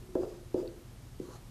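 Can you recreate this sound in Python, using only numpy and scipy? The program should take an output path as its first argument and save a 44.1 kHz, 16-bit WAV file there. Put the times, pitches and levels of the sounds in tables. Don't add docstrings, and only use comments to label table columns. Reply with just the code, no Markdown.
import sys
import numpy as np
from scipy import signal
from scipy.fft import rfft, irfft
from scipy.io import wavfile
from scipy.ndimage import uniform_filter1d

SR = 44100
rng = np.random.default_rng(int(sys.argv[2]) if len(sys.argv) > 2 else 0)


def nominal_scale(level):
    x = np.asarray(level, float) / 20
    return 10 ** x


def unload_audio(sound):
    columns = np.transpose(np.atleast_2d(sound))
    steps = np.round(np.clip(columns, -1, 1) * 32767)
    wavfile.write(sys.argv[1], SR, steps.astype(np.int16))


N = 66150


def band(x, hz, width_hz):
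    return signal.lfilter(*signal.iirpeak(min(hz, .45 * SR), hz / width_hz, fs=SR), x)


def unit(x):
    return x / np.sqrt(np.mean(x ** 2))


def walk(rate_hz):
    k = int(SR / rate_hz)
    smooth = uniform_filter1d(rng.standard_normal(N), k)
    return unit(uniform_filter1d(smooth, k))


def decay(t, t60):
    return np.exp(-np.log(1000) * t / t60)


def rings(t, modes):
    return sum(g * np.sin(2 * np.pi * f * t) * decay(t, t60) for f, g, t60 in modes)


def resonate(x, table):
    out = np.zeros(N)
    for k, (hz, width_hz, db) in enumerate(table):
        peak = band(band(x, hz, width_hz * 1.4), hz, width_hz * 1.4)
        out += (-1) ** k * nominal_scale(db) * unit(peak)
    return unit(out)


# [f/Hz, level/dB per Hz]
AIR_COLOUR = [(30, -7), (130, -7.5), (220, -15.5), (450, -23), (1000, -28.5), (2200, -33.5), (8000, -37.5),
              (14400, -40.5)]
# [f/Hz, level/dB rms, width/Hz]
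HUM_LINES = [(35.62, -56.5, 3), (67.9, -67, 8.8), (121.95, -57, 3.26), (254, -67.5, 4.15)]


def air():
    hz = np.maximum(np.fft.rfftfreq(N, 1 / SR), 1)
    colour_hz, colour_db = np.transpose(AIR_COLOUR)
    colour = nominal_scale(np.interp(np.log(hz), np.log(colour_hz), colour_db)) * (hz > 26)
    noise = irfft(rfft(rng.standard_normal(N)) * colour, N)
    hum = np.zeros(N)
    for f, db, width_hz in HUM_LINES:
        level = nominal_scale(db + 0.96 * walk(18)) * np.sqrt(2)
        phase = 2 * np.pi * np.cumsum(f + width_hz * walk(8.2)) / SR
        hum += level * np.sin(phase)
    return nominal_scale(-52) * unit(noise) + hum


# [t/s, level/dB, contact/ms, ring/dB]
LANDINGS = [
    (-.06, -39.5, 1.05, -2),
    (0.088, -49.5, 3.7, 18),
    (.1531, -22.5, 1.037, 1),
    (.223, -37.5, 0.78, -1),
    (.2335, -30.5, 0.71, -8),
    (.543, -24, 1.24, -1.5),
    (.626, -40, 1.5, 7.5),
    (1.1992, -30, 2.23, -7),
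    (1.285, -49, 1.05, 0.5),
    (0.408, -55, 2.4, -3),
]
# [f/Hz, level/dB, t60/s, polarity]
PANEL_MODES = [(243, -9, .12, 1), (282, -9, .1, -1), (332, -7, .22, -1), (346, -9, .65, 1),
               (367, -4, .55, 1), (384, -6, .2, 1), (405, -10, .5, 1), (427, -9, .45, 1), (519, 2, .15, -1),
               (600, -7, .16, -1), (642, -2, .08, -1), (800, -14, .06, 1), (1310, -12, .06, 1),
               (1660, -7, .045, -1)]
# [f/Hz, level/dB, t60/s]
WALL_MODES = [(82, -29, 0.017), (128, -23.5, 0.047), (194.3, -27, .15)]
# [f/Hz, width/Hz, level/dB, t60/s]
PANEL_RUSTLE = (800, 500, -25, .15)


def taps():
    thump_hz, thump_width_hz, soft_drop = 416, 278, 0.57
    ring_level_db, spot_db, radiate_hz = -10, 1.5, 220
    panel, low = np.zeros(N + 2 * SR), np.zeros(N + 2 * SR)
    t = np.arange(SR) / SR
    spots = rng.standard_normal((len(LANDINGS), len(PANEL_MODES)))
    noise = rng.standard_normal((len(LANDINGS), SR))
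    pulse = (t == 0) * 1.
    wall = rings(t, [(f, nominal_scale(db), t60) for f, db, t60 in WALL_MODES])
    tick = nominal_scale(-10) * band(pulse, 2570, 3200)
    rustle_hz, rustle_width_hz, rustle_db, rustle_t60 = PANEL_RUSTLE
    for (start, db, ms, ring_db), spot, hiss in zip(LANDINGS, spots, noise):
        push = np.where(t < ms / 1000, np.sin(np.pi * t * 1000 / ms) ** 2, 0)
        hz = thump_hz * ms ** -soft_drop
        thump = band(pulse, hz, thump_width_hz * 2)
        thump = band(thump, hz, thump_width_hz)
        thump = band(thump, hz, thump_width_hz * 2)
        modes = [(f, sign * nominal_scale(mode_db + spot_db * v), t60)
                 for (f, mode_db, t60, sign), v in zip(PANEL_MODES, spot)]
        ring = nominal_scale(ring_level_db + ring_db) * rings(t, modes)
        rustle = nominal_scale(rustle_db) * unit(band(hiss, rustle_hz, rustle_width_hz)) * decay(t, rustle_t60)
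        body = signal.fftconvolve(thump / thump.max() + ring + rustle, push[:400] / push.sum())[:SR]
        i = int((start + 1) * SR)
        panel[i:i + SR] += nominal_scale(db + 6.5) * (body + tick)
        low[i:i + SR] += nominal_scale(db + 8.5) * wall
    radiated = signal.sosfilt(signal.butter(2, radiate_hz, "high", fs=SR, output="sos"), panel)
    return (radiated + low)[SR:SR + N]


def room(x):
    t60_s, gap_s, top_hz = .5, .006, 1500
    t = np.arange(SR) / SR
    tail = rng.standard_normal(SR) * 1000. ** (-t / t60_s) * np.clip(t / gap_s - .5, 0, 1)
    tail = signal.lfilter(*signal.butter(1, top_hz, fs=SR), tail) + 0.28 * tail
    return nominal_scale(-13) * signal.fftconvolve(x, tail / np.sqrt(np.sum(tail ** 2)))[:N]


# [t/s, length/s, rasp level/dB, panel rub level/dB, slant 0-1]
STROKE_LIST = [
    (.165, .07, -65, -62, .1),
    (.27, .09, -64.5, -64, .1),
    (.548, .065, -64.5, -60, .1),
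    (1.2, .15, -61, -56, .9),
    (1.33, .04, -70, -70, .9),
]
# [f/Hz, width/Hz, level/dB]
UPRIGHT_RASP = [(4880, 490, -14.5), (6660, 2100, -14), (10800, 2800, -25.5), (2980, 1700, -16.5)]
# [f/Hz, width/Hz, level/dB]
SLANTED_RASP = [(4080, 600, 2), (6060, 900, 0), (7000, 1800, -0.5), (10940, 1700, -3), (3260, 350, -4),
                (12800, 2500, -11.5)]
# [f/Hz, width/Hz, level/dB]
PANEL_RUB = [(370, 47, -10), (616, 74, -6), (835, 59, -9), (968, 58, 1.5), (1127, 63, 2), (1282, 92, -5),
             (1495, 370, -7)]
# [t/s, length/s, level/dB, f/Hz, width/Hz]
LIFT_SCUFF = (1.345, .06, -57, 740, 420)


def strokes():
    attack_share, release_s = .6, .025
    rub_power = 3.5
    t = np.arange(N) / SR
    grit = rng.standard_normal(N) * nominal_scale(1.5 * rng.exponential(size=N))
    upright = resonate(grit, UPRIGHT_RASP)
    slanted = resonate(grit, SLANTED_RASP)
    rub = resonate(grit, PANEL_RUB)
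    start, length, db, hz, width_hz = LIFT_SCUFF
    swell = np.interp(t, [start, start + 0.012, start + length], [0, 1, 0])
    out = nominal_scale(db) * swell * resonate(grit, [(hz, width_hz, 0)])
    for start, length, rasp_db, rub_db, slant in STROKE_LIST:
        end = start + length
        corners = [start, start + attack_share * length, end, end + release_s]
        speed = np.interp(t, corners, [0, 1, 1, 0]) ** .6
        slant = np.clip(slant, 0, 1)
        rasp = (1 - slant) * upright + slant * slanted
        out = out + nominal_scale(rasp_db) * speed * rasp + nominal_scale(rub_db) * speed ** rub_power * rub
    return out * nominal_scale(3 * walk(27))


# [t/s, level/dB, f/Hz, rise/s, t60/s]
BARREL_TICK = (.6754, -45, 4450, .0014, .010)
# [f/Hz, level/dB]
BARREL_MODES = [(3800, -7), (2720, -11)]


def click():
    start, db, hz, rise, t60 = BARREL_TICK
    t = np.maximum(np.arange(N) / SR - start, 0)
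    swell = np.sin(np.pi / 2 * np.minimum(t / rise, 1)) ** 2
    swell = swell * decay(np.maximum(t - rise, 0), t60)
    tone = sum(nominal_scale(g) * np.sin(2 * np.pi * f * t) for f, g in [(hz, 0)] + list(BARREL_MODES))
    return nominal_scale(db) * swell * tone


def scene():
    near = taps() + strokes() + click()
    return (near + room(near) + air())[None, :]


def roll_off(x):
    return signal.sosfilt(signal.butter(12, 14740, fs=SR, output="sos"), x)


def record(dry):
    top_hz, top_band_hz, kept_share, frame, whim_db = 14420, 13600, .4, 1024, 1.5
    x = signal.sosfilt(signal.ellip(10, .2, 60, top_hz, fs=SR, output="sos"), dry)
    low = signal.sosfiltfilt(signal.ellip(8, .05, 40, top_band_hz, fs=SR, output="sos"), x)
    top = x - low
    power = uniform_filter1d(top ** 2, size=frame)[0, frame // 2::frame]
    whim = np.repeat(rng.standard_normal(len(power)), 2)[:len(power)]
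    power = power * nominal_scale(whim_db * whim)
    kept = np.repeat(power > np.quantile(power, 1 - kept_share), frame)
    kept = uniform_filter1d(np.resize(kept, N) * 1., size=frame // 4)
    mix = low + kept * top
    return roll_off(mix)


dry = scene()
out = record(dry)
unload_audio(out)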